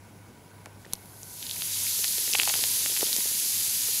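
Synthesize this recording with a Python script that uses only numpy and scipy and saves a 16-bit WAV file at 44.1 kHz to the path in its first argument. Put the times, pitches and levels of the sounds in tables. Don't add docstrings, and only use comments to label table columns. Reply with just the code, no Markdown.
import sys
import numpy as np
from scipy import signal
from scipy.fft import rfft, irfft
from scipy.io import wavfile
from scipy.ndimage import uniform_filter1d

SR = 44100
rng = np.random.default_rng(int(sys.argv[2]) if len(sys.argv) > 2 else 0)


def transcribe(u):
    v = np.clip(np.atleast_2d(u).T, -1, 1)
    q = np.round(v * 32767).astype(np.int16)
    wavfile.write(sys.argv[1], SR, q)


N = 176400

# pitch_hz, relative_db (per Hz)
RUSH_COLOUR = [(15, -42), (25, -21), (65, -11), (85, -9), (110, -5.5), (200, -7), (300, -11.5), (400, -14),
               (590, -17), (780, -16), (1050, -20.5), (1320, -23), (1700, -25.5), (2200, -22.5),
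               (2900, -29), (4500, -30), (6300, -29.5), (8500, -31.5), (9300, -33.5), (10000, -24.5),
               (10900, -27.5), (11500, -31.5), (13000, -35), (15800, -31.5)]
# pitch_hz, side_minus_mid_db
RUSH_SIDE = [(30, -15), (150, -17), (500, -13), (1300, -18.5), (2000, -37), (5200, -34), (6200, -23),
             (10500, -18), (12000, -50)]
# pitch_hz, width_hz, relative_db
DUCT_BANDS = [(965.5, 53, 0), (1508, 150, -5), (2210, 84, -9)]
RUSH_DB, DUCTS_DB = -53.5, -63
RUSH_PATCH_DB, RUSH_FLICKER_DB = 0.94, 0.31
# start_s, level_db (rms)
HUM_LEVEL = [(0.0, -52), (0.03, -53.5), (0.27, -56.5), (0.31, -64), (0.59, -53.5), (0.81, -55), (0.87, -73),
             (0.91, -61), (1.24, -52.5), (1.31, -60), (1.66, -57), (1.73, -51), (2.19, -60.5), (2.27, -84),
             (2.38, -60), (2.56, -54.5), (2.88, -61.5), (3.32, -62), (3.34, -84), (3.58, -58), (3.71, -65),
             (3.75, -72), (3.81, -60), (4.0, -66)]
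HUM_HZ = 100.7

# start_s, level_db (rms)
GURGLE_LEVEL = [(1.4, -64), (1.9, -68), (2.3, -54.5), (2.5, -52), (2.7, -57), (3.0, -54), (3.3, -57.5),
                (4.0, -62)]
GURGLE_LOW_HZ, GURGLE_HIGH_HZ, GURGLE_CYCLES = 244, 2270, 1.18
GURGLES_PER_S = 10
CRACKLE_LOW_HZ, CRACKLE_HIGH_HZ, CRACKLE_CYCLES = 2730, 7000, 1.1
CRACKLES_PER_S, CRACKLE_SPREAD_DB = 14, 3
CRACKLE_DB = -5.5

# start_s, snap_db, snap_hz, ring_db, ring_hz, ring_decay_cycles
BIG_BUBBLES = [(0.6589, -24.5, 7110, -20.5, 1330, 0.45), (0.6618, -34, 1010, -42, 2360, 5.2),
               (0.67, -45, 2110, -30.5, 380, 0.54), (0.8485, -37, 2100, -36, 1900, 3.6),
               (0.8539, -33, 4400, -43, 2250, 1.3), (0.8639, -39, 1710, -27.5, 250, 0.42),
               (0.9268, -24, 5220, -52, 185, 3.1), (0.954, -42, 5130, -27, 4890, 1.8),
               (1.0577, -30, 10500, -40, 9450, 1.5), (1.232, -43.5, 670, -19.5, 6670, 2.2),
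               (1.2387, -40, 5500, -43, 4950, 1.5), (1.4273, -27, 3930, -14.5, 3570, 1.3),
               (1.4674, -30, 5480, -14.5, 3870, 1.3), (1.4958, -26, 4200, -15, 3600, 1.54),
               (1.5117, -17, 5970, -13, 3530, 1.9), (1.5353, -35, 5000, -38, 4500, 1.5),
               (1.5649, -50, 820, -31.5, 2340, 2.9), (1.621, -30.5, 1440, -9, 3320, 1.07),
               (1.732, -15, 6000, -24, 5400, 1.5), (1.7396, -25, 5500, -28, 4950, 1.5),
               (1.8668, -24, 4150, -23, 2270, 2.8), (1.9915, -11, 6870, -35, 450, 1.14),
               (1.9939, -48, 670, -37, 447, 1.1), (2.041, -12, 3260, -22, 2260, 1),
               (2.044, -6.5, 4850, -20, 1540, 0.7), (2.0491, -39, 670, -31, 1900, 3.5),
               (2.08, -45, 670, -12, 4330, 2.4), (2.1824, -9.5, 4930, -29.5, 406, 0.83),
               (2.2782, -22.5, 2660, -29, 380, 0.6), (2.3307, -17, 5910, -7, 5240, 2.4),
               (2.3359, -6.5, 5300, -13, 2600, 2.8), (2.3498, -11, 2810, -16.5, 640, 0.7),
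               (2.353, -27, 930, -5, 2570, 1.8), (2.386, -10, 4000, -20, 2000, 0.8),
               (2.3929, -13, 3030, -24, 554, 0.47), (2.3985, -18.5, 2020, -4, 2680, 2.3),
               (2.4172, -21.5, 2040, -16, 2780, 2.1), (2.4333, -6.5, 4080, -28, 670, 0.74),
               (2.4546, -11, 5750, -27, 2510, 4.5), (2.4662, -30, 2300, -38, 2070, 1.5),
               (2.4758, -14, 2790, -17, 760, 1.0), (2.4835, -31, 690, -21, 2620, 3.0),
               (2.4932, -7.5, 5020, -28, 704, 0.7), (2.498, -14, 2700, -31, 740, 1.7),
               (2.5017, -22, 5500, -25, 4950, 1.5), (2.5072, -29, 675, -32, 460, 1.3),
               (2.5399, -20.5, 1580, -10, 2960, 1.5), (2.5553, -31, 720, -8, 3070, 0.63),
               (2.5907, -20, 3210, -31, 347, 0.82), (2.608, -29, 2500, -34, 2240, 1.5),
               (2.6388, -6, 4020, -21.5, 500, 0.49), (2.8059, -34, 2200, -37, 1980, 1.5),
               (2.8608, -13.5, 2720, -27, 445, 0.57), (2.8976, -29, 4000, -25, 3600, 1.5),
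               (2.9208, -27, 3000, -30, 2700, 1.5), (2.9654, -16, 2600, -26, 1500, 0.8),
               (2.9739, -13, 3000, -24, 2000, 0.92), (3.0095, -10, 4190, -28, 330, 0.57),
               (3.0215, -31.5, 740, -10, 4530, 1.0), (3.029, -27.5, 1140, -15.5, 370, 0.92),
               (3.0678, -30, 2850, -14, 3430, 1.6), (3.1298, -37, 1030, -7, 4230, 2.3),
               (3.1646, -5.5, 6180, -26, 310, 0.47), (3.185, -36, 780, -30, 188, 0.76),
               (3.2058, -47, 880, -19.5, 2120, 1.2), (3.2193, -22, 4400, -27, 3960, 1.3),
               (3.2565, -36, 10940, -25, 347, 0.57), (3.3009, -34, 2400, -37, 2160, 1.5),
               (3.885, -27, 2270, -41, 444, 3.6)]
RING_RISE_CYCLES, RING_FALL_POWER = .4, 1.5

# start_s, large_db, middle_db, small_db (mid rms)
FIZZ_LEVELS = [(.8, -72, -61, -62), (.86, -70, -67, -68), (.93, -59, -64, -55), (1.0, -71, -63, -56.5),
               (1.1, -68, -61, -55.5), (1.2, -68, -57, -51), (1.33, -64.5, -49.5, -46),
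               (1.45, -51, -43, -42), (1.55, -51, -41, -38.5), (1.65, -47, -38.5, -34),
               (1.71, -44.5, -36.5, -35.5), (1.73, -46.5, -32, -34), (1.77, -44, -34.5, -33.5),
               (1.85, -43.5, -33.5, -31.5), (2.0, -45.5, -32, -31), (2.2, -44.5, -33, -30.5),
               (2.35, -43, -32.5, -31.5), (2.5, -41.5, -30.5, -29.5), (2.7, -42, -31.5, -29.5),
               (2.95, -43, -31.5, -30.5), (3.15, -42.5, -32.5, -30), (3.5, -43.5, -32, -30),
               (4.0, -43, -32, -30)]
FIZZ_EDGES = (3700, 9000)
# pitch_hz, relative_db (per Hz)
HISS_COLOUR = [(590, -43), (1000, -10.5), (1040, -24), (1230, -19.5), (1500, -18.5), (1680, -15.5),
               (2400, -11.5), (4120, -4.5), (4780, -3), (5490, -4.5), (6450, -1.5), (8700, -5.5),
               (9650, -0.5), (10800, 1.5), (12900, -2.5), (15100, -8), (15600, -15)]
# pitch_hz, side_minus_mid_db
HISS_SIDE = [(900, -11), (1300, -62), (9300, -99), (10300, -30), (11500, -16), (13200, -24.5), (14000, -60)]
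FIZZ_LOW_HZ, FIZZ_HIGH_HZ, BURST_CYCLES = 1163, 16850, 1.52
FULL_BURSTS_PER_S, FULL_DB, SPARSE_POWER = 1500, -30, .35
BURST_SPREAD_DB, FIZZ_PATCH_DB = 1.5, 0.48
WET_S, WETTING_S = .78, .036

# pitch_hz, level_db, t60_s
TABLET_MODES = [(200, -32, 0.018), (1100, -23, 0.0041), (4260, -17.5, 0.0067), (6300, -10, 0.0031),
                (7460, -11, 0.0023), (10560, -5, 0.0028), (12800, -11, .003), (14300, -14, .003)]
SMACK_S, SMACK_RISE_S, SMACK_LENGTH_S = .9345, .00012, .1

# pitch_hz, width_hz, level_db (against the direct sound)
HOLLOW_NOTES = [(460, 57, -6), (850, 74, -1.5)]
WALLS_DB, WALLS_T60_S, FIRST_WALL_S = -16, .02, .0006
LOW_CUT_HZ, EDGE_HZ = 14, 15740


def gain_of(db):
    return 10 ** (np.asarray(db) / 20)


def evened(x):
    return x / np.sqrt(np.mean(x ** 2) + 1e-20)


def read(points, hz):
    f, value = np.transpose(points)
    return np.interp(np.log(hz + 1), np.log(f + 1), value)


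def along(table, column):
    table = np.array(table)
    return np.interp(np.arange(N) / SR, table[:, 0], table[:, column])


def shaped(x, gain):
    return irfft(rfft(x) * gain, N)


def patchy(x, patch_db, flicker_db):
    z = signal.stft(x, nperseg=256)[2]
    chance = rng.standard_normal(z.shape)
    across_pitch = uniform_filter1d(chance, 6, 0)
    patch = evened(uniform_filter1d(across_pitch, 20, 1))
    flicker = evened(uniform_filter1d(rng.standard_normal(z.shape[1]), 5))
    gain = gain_of(patch_db * patch + flicker_db * flicker)
    return signal.istft(z * gain, nperseg=256)[1][:N]


def room():
    hz = np.fft.rfftfreq(N, 1 / SR)
    mid_noise, side_noise, duct_noise = rng.standard_normal((3, N))
    rush = shaped(mid_noise, gain_of(read(RUSH_COLOUR, hz)))
    scale = gain_of(RUSH_DB) / shaped(rush, hz > 130).std()
    bands = sum(gain_of(db) / np.hypot(1, 2 * (hz - f) / width) ** 2 for f, width, db in DUCT_BANDS)
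    ducts = gain_of(DUCTS_DB) * evened(shaped(duct_noise, bands))
    mid = patchy(scale * rush + ducts, RUSH_PATCH_DB, RUSH_FLICKER_DB)
    side_colour = gain_of(read(RUSH_COLOUR, hz) + read(RUSH_SIDE, hz))
    side = scale * shaped(side_noise, side_colour)
    tone = np.sqrt(2) * np.sin(2 * np.pi * HUM_HZ * np.arange(N) / SR)
    hum = gain_of(along(HUM_LEVEL, 1)) * tone
    return np.array([mid + side, mid - side]) + hum


def bubble(hz, cycles, size=900):
    turns = hz * np.arange(size) / SR
    rise = 1 - np.exp(-(turns / RING_RISE_CYCLES) ** 2)
    fall = np.exp(-(turns / max(cycles, .3)) ** RING_FALL_POWER)
    volume = np.sin(2 * np.pi * turns) * rise * fall
    return -np.gradient(volume) * SR / (2 * np.pi * hz)


def swarm(low_hz, high_hz, per_s, spread_db, cycles, count):
    out = np.zeros(N)
    for hz in np.geomspace(low_hz, high_hz, count):
        when, size = rng.random(N), rng.exponential(1, N)
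        strength = gain_of(spread_db * np.minimum(size, 4)) / np.sqrt(per_s)
        hits = (when < per_s / SR) * strength
        out += signal.oaconvolve(hits, bubble(hz, cycles))[:N]
    return out


def gurgle():
    plops = swarm(GURGLE_LOW_HZ, GURGLE_HIGH_HZ, GURGLES_PER_S, 0, GURGLE_CYCLES, count=12)
    return gain_of(along(GURGLE_LEVEL, 1)) * evened(plops)


def crackle():
    ticks = swarm(CRACKLE_LOW_HZ, CRACKLE_HIGH_HZ, CRACKLES_PER_S, CRACKLE_SPREAD_DB, CRACKLE_CYCLES, count=12)
    return gain_of(along(FIZZ_LEVELS, 1) + CRACKLE_DB) * evened(ticks)


def snap(hz, size=900):
    a = (np.pi * (hz * np.arange(size) / SR - .7)) ** 2
    return (2 * a - 1) * np.exp(-a)


def pops():
    out = np.zeros(N + 2000)
    for start_s, snap_db, snap_hz, ring_db, ring_hz, cycles in BIG_BUBBLES:
        sound = gain_of(snap_db) * snap(snap_hz) + gain_of(ring_db) * bubble(ring_hz, cycles)
        at = round(start_s * SR)
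        out[at:at + len(sound)] += sound
    return out[:N]


def fizz():
    hz = np.fft.rfftfreq(N, 1 / SR)
    per_s = FULL_BURSTS_PER_S * gain_of(SPARSE_POWER * (along(FIZZ_LEVELS, 3) - FULL_DB))
    bursts = rfft(swarm(FIZZ_LOW_HZ, FIZZ_HIGH_HZ, per_s, BURST_SPREAD_DB, BURST_CYCLES, count=24))
    flat = irfft(bursts / np.sqrt(uniform_filter1d(abs(bursts) ** 2, size=1500)), N)
    colour = gain_of(read(HISS_COLOUR, hz)) / (1 + (900 / (hz + 1)) ** 4)
    mid = shaped(patchy(flat, FIZZ_PATCH_DB, 0), colour)
    side_noise = evened(rng.standard_normal(N)) * flat.std()
    side = shaped(side_noise, colour * gain_of(read(HISS_SIDE, hz)))
    below_first, below_second = (1 / (1 + (hz / edge) ** 12) for edge in FIZZ_EDGES)
    shares = (below_first, below_second - below_first, 1 - below_second)
    out = np.zeros((2, N))
    for column, share in enumerate(shares, start=1):
        m, s = shaped(mid, share), shaped(side, share)
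        out += np.array([m + s, m - s]) / m.std() * gain_of(along(FIZZ_LEVELS, column))
    return out * np.clip((np.arange(N) / SR - WET_S) / WETTING_S, 0, 1)


def smack():
    t = np.clip(np.arange(N) / SR - SMACK_S, 0, SMACK_LENGTH_S)
    ring = sum(gain_of(db - 60 * t / t60) * np.sin(2 * np.pi * hz * t) for hz, db, t60 in TABLET_MODES)
    return ring * (1 - np.exp(-t / SMACK_RISE_S)) * (t < SMACK_LENGTH_S)


def tub(x):
    t = np.arange(3000) / SR
    sparse = rng.standard_normal(3000) * (rng.random(3000) < .08)
    taps = sparse * gain_of(-60 * t / WALLS_T60_S) * (t > FIRST_WALL_S)
    walls = signal.oaconvolve(x, taps / np.linalg.norm(taps))[:N]
    notes = sum(gain_of(db) * signal.lfilter(*signal.iirpeak(hz, hz / width, SR), x)
                for hz, width, db in HOLLOW_NOTES)
    return x + notes + gain_of(WALLS_DB) * walls


def scene():
    return room() + fizz() + tub(pops() + gurgle() + crackle() + smack())


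def record(dry):
    cut = signal.lfilter(*signal.butter(2, LOW_CUT_HZ, "high", fs=SR), dry)
    band_limit = signal.firwin(1535, EDGE_HZ, window=("kaiser", 9), fs=SR)
    return signal.oaconvolve(cut, band_limit[None], "same")


dry = scene()
out = record(dry)
transcribe(out)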